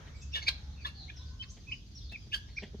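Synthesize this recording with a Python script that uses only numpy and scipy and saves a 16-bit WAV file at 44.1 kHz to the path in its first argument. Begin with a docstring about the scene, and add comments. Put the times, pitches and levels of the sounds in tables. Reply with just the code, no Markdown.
"""A quiet farmyard. From the start, a low distant rumble and hum lie under leaf hiss and soft rustles,
and small birds call in the trees. From 0.3 s, short squeaky chirps (gliding harmonic tones) come close
by on the left, some dropping in pitch and ending in a smacking rasp of resonant noise. Faint far-off
whistles join at 0.5 s. From 1.6 s a few soft knocks, probably a calf nudging a tub, ring its low
modes; the loudest come near the end."""
import sys
import numpy as np
from scipy import signal
from scipy.fft import rfft, irfft
from scipy.io import wavfile
from scipy.ndimage import map_coordinates

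SR = 44100
rng = np.random.default_rng(int(sys.argv[2]) if len(sys.argv) > 2 else 0)


def store_pcm(level_fs):
    """Save levels as 16-bit WAV."""
    pcm = np.round(np.clip(level_fs, -1, 1) * 32767).astype(np.int16)
    wavfile.write(sys.argv[1], SR, np.atleast_2d(pcm).T)


N = 123479
TIME_S, BIN_HZ = np.arange(N) / SR, np.arange(N // 2 + 1) * SR / N


def undb(db):
    """Decibel law: amplitude grows tenfold every 20 dB."""
    return 10 ** (np.asarray(db) / 20)


def unit(x):
    """Normalisation to an rms of 1."""
    return x / np.sqrt(np.mean(x ** 2) + 1e-20)


def add(out, start_s, x):
    """Superposition: a sound adds to the mix from its start time."""
    i = max(int(start_s * SR), 0)
    out[i:i + len(x)] += x[:max(len(out) - i, 0)]


def by_hz(points):
    """Interpolation of (frequency_hz, value) points on a logarithmic frequency axis."""
    hz, value = np.array(points, float).T
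    return np.interp(np.log(BIN_HZ + 1e-3), np.log(np.maximum(hz, 1)), value)


def filtered(x, colour):
    """Zero-phase filtering by a curve of (frequency_hz, gain_db) points."""
    return irfft(rfft(x) * undb(by_hz(colour)), N)


def noise(colour):
    """Spectral shaping: white noise takes on a colour, at unit rms."""
    return unit(filtered(rng.standard_normal(N), colour))


def wander(rate_hz, size=N):
    """Random modulation: a smooth curve through Gaussian values, with a spread near 1."""
    at = np.arange(size) / SR * rate_hz
    return map_coordinates(rng.standard_normal(4096), [at], order=3, mode="wrap")


def burst(peak_s, rise_s, decay_s):
    """Exponential growth to a peak, then exponential decay."""
    t = TIME_S - peak_s
    return np.exp(-np.maximum(t / decay_s, -t / rise_s))


def glide(length_s, pitches_hz, jitter):
    """Frequency modulation: progress (0-1) and phase along a jittering parabola through three pitches."""
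    progress = np.linspace(0, 1, int(length_s * SR))
    arch_hz = np.polyval(np.polyfit([0, .5, 1], pitches_hz, 2), progress)
    hz = arch_hz * (1 + jitter * wander(rate_hz=903, size=len(progress)))
    return progress, 2 * np.pi * np.cumsum(hz) / SR


# Spectrum of rumble and leaf hiss: frequency_hz, gain_db
AIR_COLOUR = [(25, -9.5), (45, 2.5), (75, -4), (110, -5), (160, -14), (230, -18), (330, -25.5), (480, -35),
              (750, -40.5), (1300, -43.5), (2400, -42), (3400, -34.5), (4800, -37), (6300, -34.5),
              (7500, -52), (8700, -58), (14000, -57), (15500, -81)]
# Likeness of the air at the two ears: frequency_hz, correlation
AIR_COHERENCE = [(60, 0.89), (200, 1), (500, 0.93), (1000, 0), (3000, 0), (12000, 0.11)]

def air():
    """Interaural coherence: the rumble is alike at both ears, the leaf hiss nearly independent."""
    coherence = np.clip(by_hz(AIR_COHERENCE), -.99, .99)
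    mid = irfft(rfft(noise(AIR_COLOUR)) * np.sqrt((1 + coherence) / 2), N)
    side = irfft(rfft(noise(AIR_COLOUR)) * np.sqrt((1 - coherence) / 2), N)
    level_db = -47 + 0.81 * wander(rate_hz=7.6)
    return undb(level_db) * np.array([mid + side, mid - side])


# Course of the far hum: time_s, level_db
HUM_ENVELOPE = [(0, -56.5), (.25, -41.5), (.65, -44), (1.001, -47.5), (1.3, -46), (1.6, -63), (2.1, -48),
                (2.45, -58.5), (2.8, -50)]

def hum(pitch_hz=69.4, octave_db=-14.5):
    """Slow modulation: a far tone and its octave waver in pitch and level."""
    phase = 2 * np.pi * np.cumsum(pitch_hz * (1 + 0.026 * wander(rate_hz=16))) / SR
    level_db = np.interp(TIME_S, *np.array(HUM_ENVELOPE).T) + 1.8 * wander(rate_hz=15.26)
    return undb(level_db) * (np.sin(phase) + undb(octave_db) * np.sin(2 * phase))


# Spectrum of the midrange wash: frequency_hz, gain_db
WASH_COLOUR = [(250, -18), (450, 8.5), (800, 2), (1600, 4.5), (2600, -4), (4000, -35.5)]
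# Its ebb and return: time_s, level_db
WASH_ENVELOPE = [(0, -57), (.3, -69.5), (.6, -66), (1.1, -70.5), (1.55, -74.5), (1.75, -81.5),
                 (1.95, -84.5), (2.08, -75), (2.3, -76), (2.8, -71)]

def wash():
    """Decorrelation: separate noise at each ear makes a diffuse midrange background."""
    level_db = np.interp(TIME_S, *np.array(WASH_ENVELOPE).T)
    return undb(level_db) * np.array([noise(WASH_COLOUR), noise(WASH_COLOUR)])


def flicker(x, depth_db=1.3):
    """Amplitude modulation: each third of an octave above the bass wavers on its own."""
    centres_hz = 500 * 2 ** (np.arange(15) / 3)
    spectrum, out = rfft(x), x.copy()
    for below, hz, above in zip(centres_hz, centres_hz[1:], centres_hz[2:]):
        band = irfft(spectrum * by_hz([(below, 0), (hz, 1), (above, 0)]), N)
        out += band * (undb(depth_db * wander(rate_hz=18)) - 1)
    return out


# Spectrum of rustles and of scrapes on the tub: frequency_hz, gain_db
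FRICTION_COLOUR = [(300, 2), (700, 7), (1300, -14.5), (1950, 7), (2600, -0.5), (3200, 6.5), (4200, -11.5),
                   (7000, -18), (14000, -60)]
# Soft brushes: peak_s, level_db, rise_s, decay_s
RUSTLE_BURSTS = [(0.019, -60.5, 0.034, 0.015), (0.085, -58.5, 0.018, 0.0048), (1.174, -58, 0.0022, 0.0062),
                 (1.286, -64, 0.0012, 0.0034), (2.487, -61.5, 0.006, 0.04)]

def rustles():
    """Friction noise: brief soft brushes swell and die away."""
    envelope = sum(undb(db) * burst(*timing) for peak_s, db, rise_s, decay_s in RUSTLE_BURSTS
                   for timing in [(peak_s, rise_s, decay_s)])
    return noise(FRICTION_COLOUR) * envelope


# Birds in the trees: start_s, length_s, start_hz, middle_hz, end_hz, level_db, roughness
BIRD_NOTES = [ (.135, 0.03, 2130, 2276, 2500, -63, 0.37), (.205, 0.035, 4600, 5830, 6880, -57.5, .7),
              (.140, 0.099, 7750, 7470, 7700, -73, 0.1), (.212, 0.026, 2540, 2604, 2700, -61.5, 0.1),
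              (.316, 0.028, 5580, 5540, 5100, -54.5, 0.2), (.725, 0.034, 4390, 3960, 3450, -65, 0.4),
              (.755, 0.098, 2850, 2445, 2230, -62, .3), (.795, 0.088, 4900, 4410, 4100, -61, 0.08),
              (.940, 0.056, 4550, 4500, 4480, -57.5, 0.3), (.965, 0.1, 4257, 4130, 3784, -53, 0.38),
              (1.158, 0.027, 6000, 5410, 4800, -54.5, 0.23), (1.165, 0.084, 4100, 3880, 3350, -61, .5),
              (1.245, 0.062, 4410, 4580, 3250, -62.5, 0.58), (1.480, 0.041, 4900, 6190, 7540, -57, .7),
              (1.710, 0.018, 4510, 4900, 5600, -57.5, .5), (1.750, 0.031, 5220, 4960, 4600, -64, .3),
              (1.947, .028, 5590, 5565, 5000, -52, .25), (1.965, 0.035, 5000, 4410, 3620, -59.5, 0.37),
              (2.005, 0.022, 3460, 3480, 4300, -58.5, 0.25), (2.000, 0.091, 5290, 4590, 4180, -62.5, 0.34),
              (2.090, 0.014, 3340, 3830, 4600, -51.5, 0.2), (2.163, 0.035, 5110, 4950, 4630, -64, 0.2),
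              (2.200, 0.041, 5210, 4880, 4630, -64, 0.12), (2.495, 0.053, 4520, 4380, 4100, -65, 0.1),
              (2.556, 0.024, 5800, 5570, 5260, -56.5, 0.12), (2.555, 0.065, 4700, 4700, 4240, -58, 0.88),
              (2.650, 0.045, 4290, 4810, 4900, -71, 0.17)]

def whistles(notes=BIRD_NOTES):
    """Frequency jitter spreads a tone into sidebands: gliding bird notes range from pure to buzzy."""
    out = np.zeros(N)
    for start_s, length_s, *pitches_hz, level_db, roughness in notes:
        progress, phase = glide(length_s, pitches_hz, jitter=0.116 * roughness)
        add(out, start_s, np.sqrt(2) * undb(level_db) * np.sin(np.pi * progress) * np.sin(phase))
    return out


def twitter(chips_per_s=22, length_s=.035, low_hz=3200, high_hz=5200, roughness=.4):
    """Downward frequency sweeps: many faint, irregular chips from deep in the trees."""
    notes = []
    for slot, (when, pitch, slide, size) in enumerate(rng.random((int(chips_per_s * N / SR), 4))):
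        hz = low_hz + pitch * (high_hz - low_hz)
        bend = .075 * (1 + slide)
        pitches_hz = hz * (1 + bend), hz, hz * (1 - bend)
        level_db = -67 + 2.5 * (2 * size - 1)
        notes.append(((slot + when) / chips_per_s, length_s, *pitches_hz, level_db, roughness))
    return whistles(notes)


# Near chirps: start_s, length_s, start_hz, middle_hz, end_hz, level_db,
# second_harmonic_db, roughness, peak_fraction
SQUEAK_NOTES = [ (0.327, 0.02, 2420, 2780, 2800, -40.5, -32, 0.24, 0.6),
                (0.334, 0.027, 3550, 3454, 3170, -30.5, -32, 0.25, 0.65),
                (0.349, 0.051, 1926, 1753, 1677, -39, -1.5, 0.18, 0.35),
                (0.415, 0.03, 2172, 2160, 2000, -45, -8, 0.08, 0.3),
                (0.462, 0.024, 2143, 2435, 2310, -22.5, -8.5, 0.31, 1),
                (0.478, .015, 4180, 4191, 4250, -27, -38, 0.14, 0.5),
                (0.477, 0.0168, 1750, 1603, 1570, -34.5, 8.5, 0.35, 0.6),
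                (0.844, 0.019, 1780, 1737, 1840, -34.5, 1.5, 0.2, 0.6),
                (0.847, 0.02, 964, 1070, 1310, -41, -26, 0.5, 0.59),
                (0.863, 0.037, 1412, 1368, 1360, -55.5, 2, 0.14, 0.62),
                (1.078, 0.026, 2030, 2256, 2550, -41, -50, 0.25, 0.99),
                (1.093, 0.016, 2020, 1764, 1740, -47, 0, 0.3, 0.67),
                (1.392, 0.031, 2967, 3108, 3120, -37, -33, 0.06, 0.76),
                (1.417, 0.031, 2640, 2620, 2540, -49.5, -7, 0, .35),
                (1.42, 0.029, 2290, 2090, 1770, -53, 3.5, 0.83, 0.65),
                (1.666, 0.044, 2365, 2580, 2430, -45.5, -43, 0, 0.59),
                (1.709, 0.018, 2090, 2404, 2560, -33.5, -31, 0.21, 0.76),
                (1.716, 0.027, 2710, 2963, 2080, -35, -37, 0, 0.42),
                (2.113, 0.051, 2480, 2664, 2247, -39, -32, 0.01, 0.91),
                (2.315, 0.035, 2204, 3000, 2990, -29, -24, 0.46, 0.83),
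                (2.326, 0.029, 1777, 1696, 1603, -33.5, 1, 0.27, 0.63),
                (2.564, 0.025, 1910, 2454, 2130, -31.5, -46, 0.04, 0.81),
                (2.584, 0.01, 1850, 1576, 1420, -46, -11, 0.4, 0.42)]

def squeaks(attack_s=0.0059, release_s=0.002, swell_db=21, harmonic_fall_db=22.5):
    """Harmonic series: each chirp swells and breaks off, roughened by jitter in pitch and amplitude."""
    out = np.zeros(N)
    for start_s, length_s, *pitches_hz, level_db, second_db, roughness, peak in SQUEAK_NOTES:
        progress, phase = glide(length_s, pitches_hz, jitter=0.12 * roughness)
        edge = np.clip(np.minimum(progress / attack_s, (1 - progress) / release_s) * length_s, 0, 1)
        envelope = undb(level_db - swell_db * abs(progress - peak)) * np.sin(edge * np.pi / 2) ** 2
        overtones = sum(undb(second_db - harmonic_fall_db * k) * np.sin((k + 2) * phase)
                        for k in range(4))
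        shimmer = 1 + .5 * roughness * wander(rate_hz=903, size=len(progress))
        add(out, start_s, np.sqrt(2) * envelope * (np.sin(phase) + overtones) * shimmer)
    return out


def resonance(centre_hz, width_hz, gain_db):
    """Lorentzian response of one damped resonator."""
    return undb(gain_db) / (1 + 1j * (BIN_HZ - centre_hz) / (width_hz / 2))


# Resonances common to all rasps: centre_hz, width_hz, gain_db
RASP_RESONANCES = [(1046, 360, 29), (1652, 76, 16.5), (2230, 86, 23.5), (2715, 300, 20), (3670, 120, 14.5),
                   (3850, 190, 4), (4128, 21, 9.5), (4500, 97, -2)]

def ringing(x):
    """Parallel resonators colour a sound while its power is kept."""
    response = 1 + sum(resonance(*mode) for mode in RASP_RESONANCES)
    return unit(irfft(rfft(x) * response, N)) * np.std(x)


# Spectra of the rasp's excitation and of its bright snap: frequency_hz, gain_db
RASP_COLOUR = [(300, -13), (600, -12.5), (1100, -17.5), (1700, -5), (3300, -5.5), (4700, 2), (6500, -1.5),
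               (9000, -25), (14000, -26), (16000, -40)]
SNAP_SPECTRUM = [(2000, -20), (5000, 12), (7000, -6.5), (10000, -4), (13500, -8.5), (16000, -20)]
# Smacking rasps: peak_s, level_db, rise_s, decay_s, low_resonance_hz, high_resonance_hz, snap_db
SMACK_BURSTS = [(0.364, -34.5, 0.012, 0.02, 2930, 3360, -52), (0.428, -42, 0.0058, 0.014, 4310, 6230, -95),
                (.490, -23, 0.007, 0.0024, 3650, 4080, -37), (0.867, -39, 0.0067, 0.015, 2740, 4070, -53.5),
                (2.124, -57, 0.0039, 0.0065, 700, 1620, -55.5),
                (2.347, -37.5, 0.0089, 0.015, 3060, 4590, -44)]

def smacks(grain_db=2, snap_decay_ratio=1.16):
    """Source and filter: grainy noise rings resonances, with a bright snap, as some chirps break off."""
    grain = unit(undb(grain_db * wander(rate_hz=1100)))
    spectrum, snap = rfft(ringing(noise(RASP_COLOUR))), noise(SNAP_SPECTRUM)
    out = np.zeros(N)
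    for peak_s, level_db, rise_s, decay_s, *resonances_hz, snap_db in SMACK_BURSTS:
        peaks = sum(resonance(hz, width_hz=130, gain_db=14) for hz in resonances_hz)
        rasp = unit(irfft(spectrum * (1 + peaks), N))
        out += undb(level_db) * rasp * burst(peak_s, rise_s, decay_s)
        out += undb(snap_db) * snap * burst(peak_s, rise_s, snap_decay_ratio * decay_s)
    return out * grain


# Far-off calls: start_s, length_s, start_hz, middle_hz, end_hz, level_db, roughness
FAR_NOTES = [(.52, 0.28, 850, 823, 767, -74, 0.9), (.92, 0.2, 816, 750, 734, -71, 0.88),
             (1.05, 0.47, 1503, 1510, 1507, -75, 0.18), (1.18, 0.066, 965, 1037, 1110, -70.5, 0.4),
             (1.295, 0.059, 960, 1023, 1120, -70, 0.33), (1.40, 0.075, 983, 1075, 1150, -72, 0.4),
             (1.50, .06, 973, 1047, 1120, -75, .3), (1.67, 0.066, 920, 1092, 1110, -73.5, 0.25)]

def far_whistles():
    """Frequency glides: faint, lower and mostly longer notes from far off."""
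    return whistles(FAR_NOTES)


# Modes of the tub: pitch_hz, relative_db, t60_s
TUB_MODES = [(215, 9.5, 0.054), (286, -21, 0.03), (402, 10.5, 0.033), (575, -2.5, 0.032), (735, -8, 0.03)]
# Bumps on the tub: start_s, thud_db, scrape_db
TUB_BUMPS = [(1.573, -56, -57.5), (2.124, -64, -52.5), (2.27, -50.5, -72), (2.623, -39.5, -53),
             (2.633, -36, -48.5), (2.735, -50, -91), (2.745, -35, -72)]

def knocks(attack_s=0.0013):
    """Modal vibration: soft bumps ring the tub's damped low modes, each with a little scrape."""
    out, t = np.zeros(N), np.arange(SR // 4) / SR
    ring = sum(undb(db) * np.sin(2 * np.pi * hz * t) * np.exp(-np.log(1000) * t / t60_s)
               for hz, db, t60_s in TUB_MODES)
    ring *= 1 - np.exp(-t / attack_s)
    scrape = noise(FRICTION_COLOUR)
    for start_s, thud_db, scrape_db in TUB_BUMPS:
        add(out, start_s, undb(thud_db) * ring / abs(ring).max())
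        out += undb(scrape_db) * scrape * burst(start_s, rise_s=0.0041, decay_s=0.018)
    return out


def echoes(x, t60_s, gap_s):
    """Reverberation: after a gap, scattered reflections decay exponentially, different at each ear."""
    t = np.arange(SR) / SR
    onset = np.clip(t / gap_s - 1, 0, 1)
    tail = rng.standard_normal((2, SR)) * np.exp(-np.log(1000) * t / t60_s) * onset
    tail /= np.sqrt(np.sum(tail ** 2, axis=1, keepdims=True))
    return signal.fftconvolve(x[None], tail, axes=1)[:, :N]


# Response at the left ear: frequency_hz, gain_db
LEFT_EAR_COLOUR = [(700, 1), (1400, -3.5), (2400, -2), (4200, 1), (8000, -.5)]

def from_left(x, lag_s=.00045):
    """Interaural time difference: the sound reaches the left ear first, a little coloured."""
    right = map_coordinates(x, [np.arange(N) - lag_s * SR], order=3)
    return np.array([filtered(x, LEFT_EAR_COLOUR), right])


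# Response of the yard's late reflections: frequency_hz, gain_db
YARD_COLOUR = [(200, -2), (700, 6), (1250, -14), (1650, 4), (2300, -6), (3200, 0), (4100, 4), (6500, -4),
               (12000, -13)]

def yard(chirps, bumps, ring_share=0.21):
    """Reflection: early echoes of the chirps, then a coloured tail of both chirps and knocks."""
    sent = filtered(ring_share * ringing(chirps) + (1 - ring_share) * chirps + bumps, YARD_COLOUR)
    early = undb(-8) * echoes(chirps, t60_s=0.11, gap_s=0.0017)
    return early + undb(-18) * echoes(sent, t60_s=0.38, gap_s=0.018)


def scene():
    """Superposition: near chirps and knocks in the yard, birds in the trees, and the background."""
    chirps = squeaks() + smacks()
    bumps = knocks()
    near = from_left(chirps) + bumps + yard(chirps, bumps)
    birds = whistles() + far_whistles()
    scattered = echoes(birds + twitter(), t60_s=.28, gap_s=0.0027)  # the twitter has no direct path
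    trees = undb(-1) * birds + undb(3) * scattered
    return near + trees + flicker(rustles() + wash() + air() + hum())


def record(dry, low_cut_hz=47.3, high_cut_hz=14700):
    """Band limiting: steep filters remove the deepest rumble and the highest treble."""
    highpass = signal.butter(6, low_cut_hz, "highpass", fs=SR, output="sos")
    lowpass = signal.ellip(8, .2, 70, high_cut_hz, fs=SR, output="sos")
    return signal.sosfilt(lowpass, signal.sosfilt(highpass, dry))


dry = scene()
out = record(dry)
store_pcm(out)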